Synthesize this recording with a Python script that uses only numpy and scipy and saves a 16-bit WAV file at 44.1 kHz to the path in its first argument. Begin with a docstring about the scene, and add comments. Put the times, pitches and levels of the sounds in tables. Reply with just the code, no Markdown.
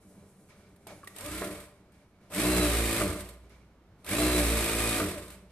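"""Industrial sewing machine, three runs

Workshop, from just above the machine's table, two microphone ports: one slow run, then two fast ones.
The shaft shakes the table on multiples of the stitch rate, gears whine, hook and needle bar clatter as
filtered noise, and the motor housing rings. Cloth rustles in noise strokes, levers click as short ringing
blows and bright ticks, and the shop murmurs quietly as coloured noise."""
import sys
import numpy as np
from scipy import signal
from scipy.fft import rfft, irfft, next_fast_len
from scipy.io import wavfile
from scipy.ndimage import uniform_filter1d

SR = 44100
rng = np.random.default_rng(int(sys.argv[2]) if len(sys.argv) > 2 else 0)


def output_pcm(signal):
    """Save a mono or channel-first signal as 16-bit PCM at the path in sys.argv[1].

    Samples are clipped to [-1, 1] before scaling.
    """
    pcm = np.clip(np.atleast_2d(signal).T, -1, 1) * 32767
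    wavfile.write(sys.argv[1], SR, np.round(pcm).astype(np.int16))


def elevation(decibels):
    """Turn decibel levels (scalar or array-like) into linear amplitude ratios."""
    levels = np.asarray(decibels, float)
    return 10 ** (levels / 20)


N = 242991
T = np.arange(N) / SR
SIZE = next_fast_len(N + 4096)  # padded length for filtering
HZ = np.fft.rfftfreq(SIZE, 1 / SR)
BRIEF = SR // 5  # samples in a knock or tick
FULL_SPEED = 56.2  # stitches per s

# Runs of the machine: (pedal down [s], brake [s], standstill [s], settled rate [stitches per s],
# spin-up time [s], softness of the braking [1 = even, more = late])
STITCH_RUNS = [(1.13, 1.41, 1.64, 30.5, .085, 2.2), (2.291, 3.0, 3.331, 56.36, .055, 1.05),
               (4.033, 4.981, 5.35, 56.3, .055, .95)]


def shaft():
    """Stitches per s: the motor overshoots, settles, and the brake runs it down."""
    overshoot, settle_s, settle_edge = .14, .36, 3.7  # extra share of speed, and how it dies away
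    speed = 0
    for start, brake, still, rate, rise, soft in STITCH_RUNS:
        t = np.clip(T - start, 0, brake - start)
        spin_up = 1 - np.exp(-t / rise)
        extra = overshoot * np.exp(-(t / settle_s) ** settle_edge)
        braked = np.clip((T - brake) / (still - brake), 0, 1) ** soft
        speed = speed + rate * spin_up * (1 + extra) * (1 - braked)
    return speed


def awake(wake_s):
    """Gain that opens over wake_s after the pedal goes down and dies away after standstill."""
    gain = 0
    for start, _, still, *_ in STITCH_RUNS:
        opening = np.clip((T - start) / wake_s, 0, 1)
        gain = gain + opening * elevation(-190 * np.clip(T - still, 0, None))  # 190 dB per s
    return gain


# Shaft hum of the table at full speed: (multiple of the stitch rate, level [dB])
SHAFT_HUM = [(1, -41), (2, -44), (3, -48), (4, -43.5), (5, -42), (6, -41.5), (7, -49.5), (8, -43), (9, -52),
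             (10, -50), (11, -48), (12, -53.5), (13, -53)]
# Meshing gear teeth at full speed, under drive: (multiple of the stitch rate, level [dB])
GEAR_WHINE = [(21, -54), (22, -53), (33, -57), (41, -53.5), (42, -53), (44, -47.5), (66, -50.5)]


def shaking(speed, turns):
    """Unbalanced parts push harder with speed; gears sing under drive; loose play and the hand rumble."""
    share = speed / FULL_SPEED
    unbalance = awake(.11) * share ** 2.4 * lines(turns, force_for(SHAFT_HUM), waver_db=2.05)
    # once the brake bites the teeth are unloaded
    braking = uniform_filter1d(1. * (np.gradient(speed) * SR < -60), size=1500)
    mesh = share ** 1.5 * elevation(-12 * braking) * lines(turns, force_for(GEAR_WHINE), waver_db=1.6)
    loose_colour = [(30, -19), (60, -13), (100, -1), (200, -3), (300, -13), (400, -2.0), (600, -1.5),
                    (800, -9), (1100, -5.5), (2000, -24.5)]
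    loose = unit(colour(rng.standard_normal(N), loose_colour))
    rub_colour = [(30, -22), (60, -14.5), (110, 0), (220, -2.0), (300, -18), (400, -8.5), (700, -13),
                  (1500, -31)]
    low = unit(colour(rng.standard_normal(N), rub_colour))
    rub = strokes(axis=2) * elevation(2.5 * walk(14)) * low
    return unbalance + mesh + rumble_gain(speed) * loose + rub


def lines(turns, orders, waver_db):
    """Sines locked to the shaft; level and phase waver, the phase of high multiples most."""
    total = 0
    for k, db in orders:
        level = np.sqrt(2) * elevation(db + waver_db * walk(18))
        phase = 2 * np.pi * (k * turns + rng.random()) + .013 * k * walk(70)
        total = total + level * np.sin(phase)
    return total


def rumble_gain(speed):
    """Louder with speed, more so in the overshoot and when the brake bites."""
    crawl_db, full_db = -60, -42
    db = crawl_db + (full_db - crawl_db) * np.minimum(speed / FULL_SPEED, 1)
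    # above 58.6 stitches per s loose parts rattle harder
    rattle = (1 + np.tanh((speed - 58.6) / .6)) / 2
    # the brake jolts them, fading over .22 s
    jolt = sum((T > brake) * np.exp(-np.abs(T - brake) / .22) for _, brake, *_ in STITCH_RUNS)
    return awake(.11) * elevation(db + 5.5 * rattle + 7 * jolt)


# Modes of table and machine bed: (frequency [Hz], t60 [s], gain at the mode [dB])
TABLE_MODES = [(59.63, 1.9, 18), (90.1, 0.24, 9.5), (139.5, 0.52, 2.5), (192.1, 0.16, 9.5),
               (303.2, .18, 15.5), (365.7, 0.24, 5), (402.4, .3, 6.5), (449.3, 0.22, 3), (589.5, .22, 5),
               (655, 0.22, -1.5), (1020, .1, 0.5), (1200, 0.045, 0), (2280, .025, 0), (3962, .025, -0.5)]


def table(force, through_db=-7):
    """The table passes the force on and rings where it meets a mode."""
    modes = sum(elevation(db) * ring(force, hz, t60) for hz, t60, db in TABLE_MODES)
    return elevation(through_db) * force + modes


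def force_for(orders):
    """The push that the table turns into these levels at full speed."""
    click = 1. * (T == 0)
    response = np.abs(rfft(table(click), SIZE))
    return [(k, db - 20 * np.log10(np.interp(k * FULL_SPEED, HZ, response))) for k, db in orders]


# Colour of the hook and needle bar noise: (frequency [Hz], relative level [dB per Hz])
CLATTER_COLOUR = [(400, -24), (700, -6.5), (950, -6), (1200, -4), (1500, -4), (2300, -2.5), (2800, -7.5),
                  (3700, -7.5), (4300, -9), (5700, -12), (6800, -12.5), (7700, -6), (8800, -3.5),
                  (9500, -8), (13500, -12.5), (14000, -31)]


def clatter(speed, turns):
    """Metal noise that swells once a stitch and again as the hook passes twice."""
    stitch_db = 1.4 * np.cos(2 * np.pi * turns)
    hook_db = 1.2 * np.cos(4 * np.pi * turns + 1.4)
    swell = elevation(stitch_db + hook_db + 1.03 * walk(60))
    return clatter_gain(speed) * unit(colour(swell * pair(), CLATTER_COLOUR))


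def clatter_gain(speed):
    """Louder with speed up to a ceiling, softer under the brake."""
    crawl_db, full_db, ceiling_db, brake_db = -57, -33, -32, -1.5
    db = crawl_db + (full_db - crawl_db) * speed / FULL_SPEED
    braked = sum(np.clip((T - brake - .02) / .05, 0, 1) * (T < still + .3)
                 for _, brake, still, *_ in STITCH_RUNS)
    return awake(.05) * elevation(np.minimum(db, ceiling_db) + brake_db * braked)


def motor(speed, turns, thumps):
    """The housing rings under sweeping torque ripple, rubbing parts and hand, and blows."""
    poles, housing_hz, housing_t60_s = 22, 590, .14  # one ripple per pole and turn
    ripple_level = elevation(-36 + 2.5 * walk(30)) * (speed > 0)
    ripple = ripple_level * np.sin(2 * np.pi * poles * turns + 1.1 * walk(45))
    parts = elevation(-23 + 4 * walk(22)) * awake(.05) * (speed / FULL_SPEED + .03) ** .6
    hand = elevation(24) * strokes(axis=1)
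    rubbing = (parts + hand) * rng.standard_normal(N)
    return ring(ripple + rubbing + elevation(5) * thumps, housing_hz, housing_t60_s)


# Parts knocking: (time [s], peak level of the ring [dB], ring pitch [Hz], time to fall 20 dB [s],
# peak of the thump on the table, relative to the ring [dB])
PART_KNOCKS = [(.155, -51, 201, 0.029, -16), (0.716, -58, 300, .03, -2), (0.867, -42, 676, 0.0095, -1),
               (0.901, -42.5, 603, .04, -14), (1.031, -42, 1180, 0.0084, -11),
               (1.072, -38, 1880, 0.0057, -12), (1.416, -30, 1250, .018, 3.5),
               (3.008, -25.5, 1200, 0.017, 0), (4.999, -25.5, 1220, .015, -0.5)]


def knocks():
    """Each blow is a noise burst that rings at its own pitch and thumps the table."""
    rings, thumps = np.zeros((2, N))
    for s, db, hz, length, thump_db in PART_KNOCKS:
        blow = fall(length, rise=.002) * rng.standard_normal(BRIEF)
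        broad = ring(ring(blow, hz, 3 / hz), hz, 3 / hz)
        own = ring(broad, hz, 30 / hz) + 0.18 * broad
        thump = ring(ring(blow, 450, .005), 450, .005)
        add(rings, s, elevation(db) * own / np.abs(own).max())
        add(thumps, s, elevation(db + thump_db) * thump / np.abs(thump).max())
    return rings, thumps


# Bright ticks of hook and levers: (time [s], nominal level, before a common 6.5 dB cut [dB])
BRIGHT_TICKS = [(.7607, -56.5), (0.8696, -39), (1.0435, -47), (1.073, -35.5), (1.1623, -36.5),
                (1.1844, -33.5), (1.208, -33.5), (1.26, -31), (1.4441, -33.5), (1.6018, -39.5), (1.92, -60),
                (2.3012, -51), (2.3202, -42), (2.346, -30.5), (3.2061, -34.5), (3.2889, -39), (3.4945, -58),
                (4.045, -41), (4.0637, -38), (5.2809, -42), (5.3028, -41)]
# Colour of a tick: (frequency [Hz], relative level [dB per Hz])
TICK_COLOUR = [(700, -10.5), (2000, -5.5), (4000, -8), (6000, -12.5), (7800, -8), (8700, 1), (9500, -8),
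               (13000, -7), (14000, -25.5)]


def ticks():
    """Short bright bursts of noise, falling 20 dB in 17 ms."""
    level = np.zeros(N)
    for s, db in BRIGHT_TICKS:
        add(level, s, elevation(db - 6.5) * fall(.017))
    return level * unit(colour(pair(), TICK_COLOUR))


# Colours of cloth on the table: (frequency [Hz], relative level [dB per Hz])
HISS_COLOUR = [(2500, -20.5), (5000, -10), (9000, 0), (11000, -5), (13500, -13)]
SCRAPE_COLOUR = [(400, -21), (700, -6), (1390, -1), (2050, -4.5), (2290, 4), (2550, -8), (6000, -12),
                 (9000, -26)]


def cloth():
    """A soft hiss and a lower scrape, both flickering."""
    hiss = strokes(axis=0) * elevation(1.5 * walk(25)) * unit(colour(pair(), HISS_COLOUR))
    scrape = strokes(axis=1) * elevation(1.6 * walk(30)) * unit(colour(pair(), SCRAPE_COLOUR))
    return hiss + scrape


# Strokes of hand and cloth on the table: (time [s], time to fade 20 dB [s],
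# hiss level [dB], scrape level [dB], rub level [dB])
CLOTH_STROKES = [(0, 1.9, -68, -78, -59), (.155, 0.02, -78, -83, -56), (.485, .3, -78, -60, -70),
                 (.72, .5, -83, -82, -59), (.87, 0.26, -58, -55.5, -53.5), (1.085, .15, -59.5, -60, -63.5),
                 (1.72, .4, -81, -72, -62.5), (1.92, 0.4, -76, -69, -69), (2.2, 0.7, -77, -72, -65),
                 (3.42, 0.13, -78, -67, -56), (3.495, .2, -70.5, -60, -59.5), (3.98, 0.5, -77.5, -72, -70),
                 (5.3, .5, -84, -69, -53), (5.49, 1, -76, -61, -57)]


def strokes(axis):
    """Gain of hiss (0), scrape (1) or rub (2): each stroke swells quickly and fades."""
    rest_db = (-91.5, -86, -76)[axis]  # while the hand lies still
    power = np.full(N, elevation(rest_db) ** 2)
    for s, fade, *db in CLOTH_STROKES:
        t = T[:int(2 * fade * SR)]
        swell = 1 - np.exp(-t / .011)
        add(power, s, (elevation(db[axis] - 20 * t / fade) * swell) ** 2)
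    return np.sqrt(power)


# Colour of the shop: (frequency [Hz], relative level [dB per Hz])
SHOP_COLOUR = [(25, -10), (60, -4), (110, -2.5), (200, -6.5), (400, -11), (600, -15), (1020, -18.5),
               (1500, -22), (2300, -29), (5000, -38), (14000, -49)]


def shop():
    """Distant machines and fans, flickering slowly."""
    return elevation(-61.5 + 1.2 * walk(8)) * unit(colour(pair(), SHOP_COLOUR))


def room(x):
    """Fading reflections, duller than the source, unrelated in mid and side."""
    t60_s, level_db = 0.57, -7.5
    t = T[:SR]
    tail = rng.standard_normal((2, SR)) * np.exp(-np.log(1000) * t / t60_s)
    tail = tail * (t > .006)  # no reflection in the first 6 ms
    tail = tail / np.sqrt(np.sum(tail ** 2, axis=1, keepdims=True))
    wet = signal.fftconvolve(x[None], tail, axes=1)[:, :N]
    return elevation(level_db) * colour(wet, [(100, -3.5), (1000, 1), (5000, -3), (14000, -13)])


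def unit(x):
    """Scale to rms 1."""
    return x / np.sqrt(np.mean(x ** 2))


def over_hz(points):
    """(Hz, dB) points joined on a log axis."""
    hz, db = np.transpose(points)
    return np.interp(np.log(HZ + 1), np.log(hz + 1), db)


def colour(x, points):
    """Filter by a curve of (Hz, dB) points."""
    return irfft(rfft(x, SIZE) * elevation(over_hz(points)), SIZE)[..., :N]


def ring(x, hz, t60):
    """One resonance, gain about 1 at its centre."""
    r = np.exp(-np.log(1000) / (t60 * SR))
    return signal.lfilter([1 - r, 0, r - 1], [1, -2 * r * np.cos(2 * np.pi * hz / SR), r * r], x)


def walk(rate):
    """Random levels held 1 / rate s and smoothed; spread 1."""
    k = int(SR / rate)
    held = rng.standard_normal(size=1000)[np.arange(N) // k]
    return unit(uniform_filter1d(uniform_filter1d(held, k), k))


def pair():
    """Two unrelated noises, for mid and side."""
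    return rng.standard_normal((2, N))


def add(out, s, sound):
    """Mix a short sound in at time s."""
    k = int(s * SR)
    out[k:k + len(sound)] += sound[:N - k]


def fall(length, rise=.0004):
    """Quick start, then 20 dB down in each length."""
    t = T[:BRIEF]
    return (1 - np.exp(-t / rise)) * np.exp(-np.log(10) * t / length)


# Width of the airborne sound: (frequency [Hz], gain of the side signal [dB])
SIDE_GAIN = [(60, -21.5), (110, -20.5), (200, -21), (370, -22), (670, -18), (1230, -11), (2260, -4),
             (4140, -1), (7570, -1.5), (13900, 1.5)]


def scene():
    """Left and right: what comes through the table is nearly centred, airborne noise is wide."""
    speed = shaft()
    turns = np.cumsum(speed) / SR
    rings, thumps = knocks()
    solid = table(shaking(speed, turns) + thumps) + rings + motor(speed, turns, thumps)
    metal = clatter(speed, turns) + ticks()
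    mid, side = metal + room(solid + metal[0]) + cloth() + shop()
    # the far end of the table answers 6.7 ms late, with opposite sign left and right
    far_end = elevation(-25.5) * np.roll(solid, int(0.0067 * SR))
    side = colour(side, SIDE_GAIN) + far_end
    return np.array([mid + solid + side, mid + solid - side])


def top_cut(x):
    """Nothing passes above the cut-off."""
    return signal.sosfilt(signal.butter(12, 14460, fs=SR, output="sos"), x)


# Balance of the microphone ports: (frequency [Hz], left minus right [dB])
PORT_BALANCE = [(60, -0.5), (110, -0.5), (200, 0.0), (370, -0.5), (670, -0.5), (1230, -1.5), (2260, -4.5),
                (4140, -1.0), (7570, 1.0), (13900, -2)]


def record(dry):
    """Two microphone ports: the left is a little nearer and has its own colour; the top is cut."""
    left_lead_s = 4.5e-5
    # half of the balance and lead goes to each port, in opposite senses
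    tilt = elevation(over_hz(PORT_BALANCE) / 2) * np.exp(1j * np.pi * HZ * left_lead_s)
    below_top = HZ < 13900
    ports = irfft(rfft(dry, SIZE) * below_top * np.array([tilt, 1 / tilt]), SIZE)[:, :N]
    return top_cut(ports)


dry = scene()
out = record(dry)
output_pcm(out)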